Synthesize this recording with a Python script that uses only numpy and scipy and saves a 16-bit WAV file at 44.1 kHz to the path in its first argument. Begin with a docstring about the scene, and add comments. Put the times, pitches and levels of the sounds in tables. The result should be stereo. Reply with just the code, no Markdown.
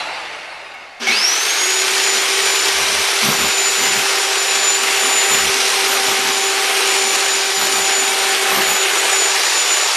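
"""A small bare room: a hammer drill coasts down, is switched on again and runs up to full speed.
Its fan and brushes are filtered noise that grows with speed; the fan whines at 18 blades a turn.
The armature hums through the wall (sines of the shaft phase) while the tool leans on it. The loose chuck
and gears rattle as dense ticks, and the piston knocks in short spells when the chisel bites into
the tile adhesive. Casing knocks and a rising gear squeal mark the start."""
import sys
import numpy as np
from scipy import signal
from scipy.fft import rfft, irfft, next_fast_len
from scipy.io import wavfile
from scipy.ndimage import uniform_filter1d, map_coordinates

SR = 44100
rng = np.random.default_rng(int(sys.argv[2]) if len(sys.argv) > 2 else 0)


def generate_wav(sig):
    """Save sig (samples, or channels by samples) to the path in sys.argv[1] as 16-bit PCM at SR."""
    pcm = np.round(np.clip(np.atleast_2d(sig).T, -1, 1) * 32767).astype(np.int16)
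    wavfile.write(sys.argv[1], SR, pcm)


N = 439236
TIME_S = np.arange(N) / SR
SIDES = np.array([[1], [-1]]) / 2  # splits a left-minus-right value over the two channels

GEARING = 5 / 28  # piston strokes per armature turn
FULL_TURNS_PER_S = 392.4  # armature, unloaded
ON_S, SURGE_S = 0.996, 1.06  # trigger pulled; a surge of noise


def amp(db):
    """Decibels to gain."""
    return 10 ** (np.asarray(db) / 20)


def unit(x):
    """Scale to rms 1."""
    return x / np.sqrt(np.mean(x ** 2) + 1e-20)


def along(points, hz):
    """Read (Hz, value) points on a log frequency axis."""
    f, v = np.transpose(points)
    return np.interp(np.log(hz + 1), np.log(f + 1), v)


def curves(rows):
    """One value per sample for each column after the time."""
    s, *cols = np.transpose(rows)
    return [np.interp(TIME_S, s, c) for c in cols]


def wobble(knots_per_s):
    """A smooth random curve."""
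    knots = rng.standard_normal(int(N * knots_per_s / SR) + 4)
    return map_coordinates(knots, [np.arange(N) * knots_per_s / SR])


def since(s):
    """Seconds since a moment, 0 before it."""
    return np.maximum(TIME_S - s, 0)


def filtered(x, response):
    """Multiply the spectrum of x by a response of frequency."""
    size = next_fast_len(N + SR // 2)
    return irfft(rfft(x, size) * response(np.fft.rfftfreq(size, 1 / SR)), size)[..., :N]


def smoothed_noise(shape, bins, frames):
    """Random spectrogram field of rms 1, averaged over bins and frames."""
    field = uniform_filter1d(rng.standard_normal(shape), size=bins, axis=0)
    return unit(uniform_filter1d(field, size=frames, axis=1))


def rush(spectrum, patchy_db, gate=1, ribs_db=3.0):
    """Stereo noise of rms 1, gated, with fleeting patches and slowly shifting ribs: standing waves."""
    # Each row: frequency in Hz, left-right correlation.
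    alike = [(60, 0.2), (150, 0.72), (340, 0.83), (800, 0.66), (1250, 0.18), (1800, -0.34), (2400, 0.42),
             (3500, 0.063), (6000, 0.18), (9000, 0.00016)]
    z = signal.stft(rng.standard_normal((2, N)), nperseg=2048)[2]
    patches = smoothed_noise(z.shape[1:], bins=4, frames=4)
    ribs = smoothed_noise(z.shape[1:], bins=2, frames=40)
    pair = signal.istft(z * amp(patchy_db * patches + ribs_db * ribs), nperseg=2048)[1][:, :N] * gate

    def mid_side(hz):
        angle = np.arccos(np.clip(along(alike, hz), -1, 1)) / 2
        return amp(along(spectrum, hz)) * np.array([np.cos(angle), np.sin(angle)])

    mid, side = filtered(pair, mid_side)
    return unit(np.array([mid + side, mid - side]))


def room(x):
    """The bare walls' answer on each side: noise that decays at its own rate in each band."""
    # Each row: frequency in Hz, t60 in seconds.
    decay = [(150, 0.13), (1000, 0.48), (5000, 0.49), (12000, 0.039)]
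    hz, t, z = signal.stft(rng.standard_normal((2, SR // 2)), SR, nperseg=256)
    tail = signal.istft(z * amp(-60 * t / along(decay, hz)[:, None]), SR, nperseg=256)[1]
    return signal.fftconvolve(np.atleast_2d(x), tail / np.linalg.norm(tail[0]), axes=1)[:, :N]


def power(rise_s):
    """0 before the trigger, ramping to 1 as the current flows."""
    return np.clip((TIME_S - ON_S) / rise_s, 0, 1)


def motor_speed():
    """Turns a second under power: a quick jerk, a slower approach to full speed, a slight sag under load."""
    # Speed lost to the load. Each row: time in seconds, loss in turns/s.
    sag = [(3, 0), (3.7, 2.1), (4.8, 1.2), (6.2, 3.5), (7.4, 2.8), (8.8, 5.2), (9.96, 3.1)]
    jerk_s, settle_s, jerk_share = 0.074, 0.296, 0.525  # time constants; share of the fast one
    t = since(ON_S)
    lacking = jerk_share * np.exp(-t / jerk_s) + (1 - jerk_share) * np.exp(-t / settle_s)
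    return FULL_TURNS_PER_S * (1 - lacking) - curves(sag)[0]


def coasting():
    """The gears rattle out, growing quieter and duller until the motor takes over."""
    # Each row: time in seconds, relative rattle level in dB, relative hiss level in dB.
    run_out = [(0.0, -28, -33.5), (0.48, -34, -41.5), (0.84, -39, -47.5), (0.98, -42, -49)]
    # Spectra. Each row: frequency in Hz, density in dB.
    rattle_spectrum = [(30, -24), (80, -21), (230, -22), (340, -13), (500, -7.5), (750, 0), (1050, -3),
                       (2100, 0), (2900, -5.5), (3300, -14), (6000, -27), (12000, -41)]
    hiss_spectrum = [(1500, -22), (3600, 3), (5200, -2.5), (7000, -11.5), (10000, -15), (13000, -35)]
    rattle_db, hiss_db = curves(run_out)
    clatter = amp(0.62 * wobble(260))
    gears = amp(rattle_db + 5.0) * rush(rattle_spectrum, patchy_db=1.5, gate=clatter, ribs_db=1.3)
    hiss = amp(hiss_db + 3.5) * rush(hiss_spectrum, patchy_db=3.0, gate=clatter)
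    return (gears + hiss) * (1 - power(rise_s=0.054))


def background():
    """The room's own steady, low-heavy noise."""
    # Each row: frequency in Hz, density in dB.
    floor_spectrum = [(25, -9), (120, -5), (400, -4), (10000, -41)]
    return amp(-58) * rush(floor_spectrum, patchy_db=2.5)


def squeal():
    """A faint gear tone flares into a short rising squeal as the motor jerks, with a weaker echo off the walls."""
    # Each row: time in seconds, pitch in Hz, level in dB (the last row's gain is subtracted).
    glide = [(1.055, 2133, -47), (1.072, 2173, -15), (1.1, 2280, -20), (1.125, 2480, -21),
             (1.175, 2980, -20), (1.21, 3050, -60)]
    hz, db = curves(glide)
    stutter = amp(3.4 * wobble(120).clip(-3, 1))
    phase = 2 * np.pi * np.cumsum(hz * (1 + 0.025 * wobble(350))) / SR
    tone = (amp(db) - amp(db[-1])) * stutter * np.sin(phase)
    return tone + amp(-4.0) * room(tone)


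def knocks():
    """Hand, trigger and the kick of the starting motor knock the casing: damped modes plus a noise crack."""
    # Each row: time in seconds, relative level in dB.
    blows = [(0.741, -40), (0.997, -36.5), (1.072, -27)]
    # Casing modes. Each row: frequency in Hz, mean level in dB, t60 in seconds.
    modes = [(790, 0, 0.094), (2190, 1, 0.16), (2730, 0, .08)]
    out, t = np.zeros(N + SR), np.arange(SR // 2) / SR
    for s, db in blows:
        ring = 0
        for hz, level_db, t60_s in modes:
            mode_db = level_db + rng.normal(0, 2.2)
            ring = ring + amp(mode_db - 60 * t / t60_s) * np.sin(2 * np.pi * hz * t)
        crack = 0.45 * amp(-60 * t / 0.025) * np.diff(rng.standard_normal(len(t)), prepend=0)
        onset = 1 - np.exp(-t / 0.001)
        out[round(s * SR):][:len(t)] += amp(db + 5.0) * (ring + crack) * onset
    return out[:N] + room(out[:N])


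def grit():
    """Roughness of the roar: a gain that jumps at random moments and dies away quickly."""
    jumps_per_s, fade_s, power_size = 170, 0.003, 0.42
    jumps = (rng.random(N) < jumps_per_s / SR) * rng.exponential(size=N)
    surges = signal.lfilter([1], [1, -np.exp(-1 / (fade_s * SR))], jumps)
    return np.sqrt(1 + power_size * surges)


def air(turns, pace):
    """The fan blows through the vents, the brushes scrape once a turn, both louder with speed; bass flutters."""
    # Spectra. Each row: frequency in Hz, density in dB.
    fan_spectrum = [(60, -60), (170, -54), (265, -20), (400, -2.5), (530, -8.5), (800, -3.5), (1100, -3.5),
                    (1550, 0), (2400, 0), (3300, -2.5), (4800, -8), (6000, -5.5), (7200, -16.5),
                    (13000, -32)]
    brush_spectrum = [(1500, -54), (3500, 3.5), (5800, 2), (7400, 0), (8600, 3.5), (11000, -0.5),
                      (13000, -7.5)]
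    flutter_spectrum = [(40, -42), (80, -33), (150, -14), (230, 9), (290, 8.5), (420, -17.5)]
    # Slow drift. Each row: time in seconds, roar change in dB, treble change in dB.
    drift = [(1.4, 0, 0), (2.2, 0, 0), (4.74, -0.85, -1.2), (5.1, 1, 1.5), (6.45, -1, -.5), (6.8, 1.2, 2),
             (7.3, -2.7, -1), (8.2, -0.7, 1), (9.05, .8, 1.5), (9.37, -1, 0.4), (9.96, -1, -1.5)]
    # Bass flutter, which drops out for moments. Each row: time in seconds, level in dB.
    bass = [(1.15, -39), (1.35, -58), (1.9, -47), (3.07, -45), (3.17, -68), (3.25, -44), (4.05, -40),
            (4.25, -72), (4.55, -44.5), (6.3, -42), (7.3, -45.5), (8.74, -40), (8.83, -66), (8.92, -42),
            (9.45, -46.5), (9.62, -64)]
    # Vent hiss dulls and brightens as the tool shifts. Each row: time in seconds, gain in dB.
    vents = [(4.65, 2), (4.8, -1), (5.25, -2), (5.58, 3.5), (5.87, 1), (6.4, 2), (6.7, -2), (6.95, 1.5),
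             (7.7, 2.5), (8.0, 0), (8.85, -2.5), (9.15, -0.5), (9.5, 3.5)]
    # A surge of noise soon after the trigger
    kick_db = 5 * np.minimum(since(SURGE_S) / 0.022, 1) * np.exp(-since(SURGE_S) / 0.15)
    roar_db, treble_db = curves(drift)
    fan_db = -16 - 3.5 * (1 - pace ** 6.7) + kick_db + roar_db
    brush_db = -20.5 - 18.5 * (1 - pace ** 2.1) + 1.5 * kick_db + treble_db
    rough = grit()
    fan = amp(fan_db) * rush(fan_spectrum, patchy_db=1.2, gate=rough, ribs_db=1.1)
    scrape = amp(0.4 * np.sin(2 * np.pi * turns)) * rough
    brush_gain = amp(brush_db + 0.39 * wobble(11))
    brushes = brush_gain * rush(brush_spectrum, patchy_db=3.0, gate=scrape, ribs_db=1.8)
    flutter_gain = amp(curves(bass)[0] + 3.3 * wobble(20).clip(-3, 1))
    flutter = flutter_gain * rush(flutter_spectrum, patchy_db=3)

    hiss = filtered(fan + brushes, lambda hz: np.exp(-np.log((hz + 1) / 5100) ** 2 / 0.11))
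    body = filtered(fan, lambda hz: np.exp(-np.log((hz + 1) / 704) ** 2 / 0.5))
    hiss_change = amp(curves(vents)[0]) - 1
    body_change = amp(0.34 * (TIME_S - 3.9)) - 1  # low middle fills out slowly, in dB/s, as the work goes on
    roar = fan + brushes + hiss_change * hiss + body_change * body
    return (roar + flutter) * power(rise_s=0.026)


def contact(swell_s):
    """Tool against the wall: rises toward 1 after the touch, falls to 0 as it is lifted off."""
    touch_s, clear_s, lift_s = 1.6, 9.48, 0.18
    return (1 - np.exp(-since(touch_s) / swell_s)) * np.clip((clear_s - TIME_S) / lift_s, 0, 1)


def hum(turns):
    """Armature unbalance sings once and twice a turn, louder with force on the wall; faint gear tones above."""
    # How hard the tool is leant on. Each row: time in seconds, force in dB.
    force = [(1.7, 0.5), (2.9, -7.5), (3.4, -4.5), (5.8, 0.4), (7.1, -1), (8.5, 2), (9.3, -8)]
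    # Each row: multiple of the speed, free-air level in dB, wall level in dB, dB per dB of force,
    # level waver in dB, phase waver in rad, swell in seconds.
    hum_tones = [(1, -52, -27.7, 0.35, 1.3, .22, .06), (2, -52, -28.3, 1.2, 2, 0.45, .8)]
    # Shaft and gear tones. Each row: multiple of the speed, level in dB.
    gear_tones = [(4, -36.5), (26 * GEARING, -37.5)]
    force_db, phase = curves(force)[0], 2 * np.pi * turns
    tones = 0
    for order, free_db, wall_db, slope, waver_db, waver_rad, swell_s in hum_tones:
        level = amp(free_db) + contact(swell_s) * amp(wall_db + slope * force_db)
        level = level * amp(waver_db * wobble(21))
        drift_rad = waver_rad * np.array([wobble(21), wobble(19)])
        tones = tones + level * np.sin(order * phase + drift_rad)
    for order, db in gear_tones:
        level = amp(db + 2.2 * wobble(5.7))
        drift_rad = 1.1 * np.array([wobble(5.8), wobble(6.4)])
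        tones = tones + level * np.sin(order * phase + drift_rad)
    return tones * power(rise_s=0.61)


def chatter(turns, pace):
    """Loose chuck and gears rattle through each stroke: dense ticks, each with its own moment, pitch, size."""
    ticks_per_stroke, tick_t60_s = 12, 0.01
    middle_hz, log_spread, scatter_db = 3206, 0.497, 4.5
    strokes = np.repeat(np.flatnonzero(np.diff(np.floor(turns * GEARING))), ticks_per_stroke)
    pitch, size, side = rng.standard_normal((len(strokes), 3)).T
    late_s = rng.random(len(strokes)) / (FULL_TURNS_PER_S * GEARING)
    t = np.arange(SR // 60) / SR
    tick_hz = middle_hz * np.exp(log_spread * pitch.clip(-2, 2))
    tick_db = scatter_db * size.clip(-3, 2)[:, None] - 60 * t / tick_t60_s
    ticks = amp(tick_db) * np.sin(2 * np.pi * tick_hz[:, None] * t)
    where = ((strokes + late_s * SR).astype(int)[:, None] + np.arange(len(t))).ravel()
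    channels = []
    for turn in (-np.pi / 4, np.pi / 4):
        panned = ticks * np.cos(side + turn)[:, None]
        channels.append(np.bincount(where, panned.ravel(), N)[:N])
    # The ticks are kept above about 700 Hz
    pair = filtered(np.array(channels), lambda hz: 1 - np.exp(-(hz / 694) ** 4))
    return amp(-21.5 + 1.9 * wobble(14)) * pace * unit(pair + amp(-0.5) * room(pair))


def whine(turns, pace):
    """Blade-passing tone and octave, roughened by turbulence, with its own level and phase on each side."""
    # Path through the standing waves as the tool shifts. Each row: time in seconds, relative level in dB,
    # left minus right in dB, left phase lead in rad.
    path = [(1.06, -24.5, -6.5, 19.5), (1.25, -15.5, -9, 19), (1.34, -19, -3, 18), (2.58, -23.5, -2, -.5),
            (2.72, -27.5, 0, -3), (3.2, -29, -1, -2.8), (3.44, -20, 1.5, -.7), (3.93, -21, 0, 0),
            (4.04, -22.5, -4, -3), (4.28, -26.5, -7, -1.7), (4.56, -17.5, 12, -2), (4.78, -15.5, -14, 1.5),
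            (4.9, -28, -1, 1), (5.1, -18, -2, 0), (5.36, -19.5, 2, -1), (5.6, -29, 4, -3.6),
            (5.8, -22.5, 1, -4), (6.18, -21, 0, -3.1), (6.5, -20.5, 0, -3.4), (6.75, -28, -2, -3.6),
            (6.98, -22, 0, -6.4), (7.5, -19.5, 13, -2.8), (8.0, -19.5, 4, -1.6), (8.3, -19.5, -3, -3.1),
            (8.54, -28, -3, -3.7), (8.66, -20, -14, -5.3), (8.92, -19, -4, -8.2), (9.66, -21, 0.5, -20),
            (9.8, -16, 15, -19.2), (9.94, -31, 3, -18.5)]
    # Brief level jumps and dips. Each row: time in seconds, left change in dB, right change in dB.
    breaks = [(2.17, -7, -8), (8.87, -2, -17), (8.99, 8, -16), (9.38, -13, -11), (9.66, -14, 5)]
    blades, break_half_s = 18, 0.021
    level_db, lean_db, lead_rad = curves(path)
    share = amp(SIDES * (lean_db + 4.0 * wobble(16)))
    share = share / np.sqrt(np.mean(share ** 2, axis=0))
    climb = np.clip(1 - pace / 0.96, 0, 1) ** 0.5  # 1 at rest, 0 near full speed
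    phase = 2 * np.pi * blades * turns + 0.21 * wobble(76)
    phase = phase + 0.9 * climb ** 2 * wobble(420)  # rougher while the motor strains up to speed
    phase = phase + SIDES * (lead_rad + 0.79 * wobble(16))
    # A climbing pitch sweeps through the standing waves and flickers
    flicker_db = (2.2 + 4 * climb) * np.array([wobble(60), wobble(68)]).clip(-2, 1.3)
    flicker_db = flicker_db + 1.9 * (1 - climb) * wobble(19).clip(-3, 1.1)
    break_db = 0
    for s, *side_db in breaks:
        break_db = break_db + np.array(side_db)[:, None] * np.exp(-((TIME_S - s) / break_half_s) ** 2)
    tone = np.sin(phase) + amp(-20) * np.sin(2 * phase + 0.8 * wobble(200))
    level = np.sqrt(2) * amp(-0.67 + level_db + flicker_db + break_db)
    direct = level * share * tone * np.minimum(since(SURGE_S) / 0.028, 1)
    echo = amp(1) * room(direct.mean(axis=0) * climb)  # trails below the climbing pitch
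    return direct + echo


def hammer(turns):
    """While the chisel bites, piston strokes boom in the wall and thump; noise bursts chip the adhesive."""
    # Each row: start in seconds, length in seconds, then relative thump, wall boom and chipping levels in dB.
    spells = [(2.646, 0.4, -45, -41, -43), (3.22, 0.15, -30, -48, -19.5), (3.37, 0.14, -30.5, -39, -23.5),
              (3.778, 0.13, -34, -51, -25), (3.913, 0.13, -34.5, -46, -27), (5.293, 0.12, -32, -54, -23),
              (5.4, 0.11, -37, -36, -38), (5.87, 0.11, -50, -70, -19), (6.036, 0.12, -43, -57, -23.5),
              (6.19, 0.16, -37, -56, -32), (7.565, 0.14, -34.5, -62, -23.5), (7.718, 0.12, -34, -54, -28),
              (8.482, 0.16, -34, -72, -17.5), (8.655, .11, -36, -66, -22)]
    # Spectra. Each row: frequency in Hz, density in dB.
    boom_spectrum = [(30, -23), (60, 0), (80, 6), (115, -12), (200, -42)]
    thump_spectrum = [(70, -35), (135, -3), (200, 2.5), (300, -3), (800, -10.5), (2000, -34)]
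    chip_spectrum = [(250, -29), (450, 1.5), (800, 8.5), (1500, 9), (3500, -16), (11300, -16), (12500, 9.5),
                     (13200, -9)]
    press = np.zeros((3, N))
    for start_s, length_s, *dbs in spells:
        # The chisel bites quickly, holds and lets go
        bite = np.abs(np.sin(np.pi * np.clip((TIME_S - start_s) / length_s, 0, 1))) ** 0.5
        press += amp(dbs)[:, None] * bite
    thump, boom, chip = press
    strokes = turns * GEARING + 0.052 * wobble(40)  # the free-flying striker lands a little early or late
    hits = np.diff(np.floor(np.maximum.accumulate(strokes)), prepend=0) * amp(2.9 * wobble(60))
    hits = hits + amp(-5.5) * room(hits)

    def blows(spectrum):
        struck = unit(filtered(hits, lambda hz: amp(along(spectrum, hz))))
        return 0.68 * struck + 0.51 * rush(spectrum, patchy_db=3.5)

    chips = rush(chip_spectrum, patchy_db=1.5, gate=amp(-8 * (strokes % 1)))  # fades 8 dB over a stroke
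    low = amp(-4) * boom * blows(boom_spectrum) + amp(0.5) * thump * blows(thump_spectrum)
    return low * amp(2.55 * wobble(22)) + amp(-0.5) * chip * chips


def bumps():
    """Lone blows of the chisel land in the wall: dull, quickly damped thuds of two modes."""
    # Each row: time in seconds, pitch in Hz, level in dB.
    thuds = [(2.8, 135, -35), (3.43, 70, -33), (3.805, 134, -31), (3.966, 134, -30), (6.077, 125, -30),
             (7.79, 115, -35), (8.569, 199, -23)]
    rise_s, t60_s, upper_ratio, upper_db = 0.0052, 0.17, 1.72, -4
    out, t = np.zeros(N + SR), np.arange(SR // 4) / SR
    for s, hz, db in thuds:
        thud = np.sin(2 * np.pi * hz * t) + amp(upper_db) * np.sin(2 * np.pi * hz * upper_ratio * t)
        onset = (1 - np.exp(-t / rise_s)) ** 2
        out[round(s * SR):][:len(t)] += amp(db - 60 * t / t60_s) * thud * onset
    return out[:N]


def scene():
    """All powered parts follow one shaft; the drill's noise is slightly louder on the right."""
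    # Each row: time in seconds, left minus right in dB.
    balance = [(0, -1), (3, -2.5), (4.5, -1.5), (5.5, -0.9), (9.96, -0.7)]
    speed = motor_speed()
    turns, pace = np.cumsum(speed) / SR, np.clip(speed / FULL_TURNS_PER_S, 0, 1)
    noise = coasting() + squeal() + knocks() + air(turns, pace) + chatter(turns, pace)
    drill = amp(curves(balance)[0] * SIDES) * noise + hum(turns) + hammer(turns) + bumps()
    drill[1] = np.pad(drill[1], (1, 0))[:N]  # right channel a sample later
    return drill + whine(turns, pace) + background()


def record(dry):
    """Round off the highest peaks, then cut everything from 13250 Hz up."""
    rounded = dry / (1 + np.abs(dry / 0.85) ** 8) ** (1 / 8)
    return filtered(rounded, lambda hz: hz < 13250)


dry = scene()
out = record(dry)
generate_wav(out)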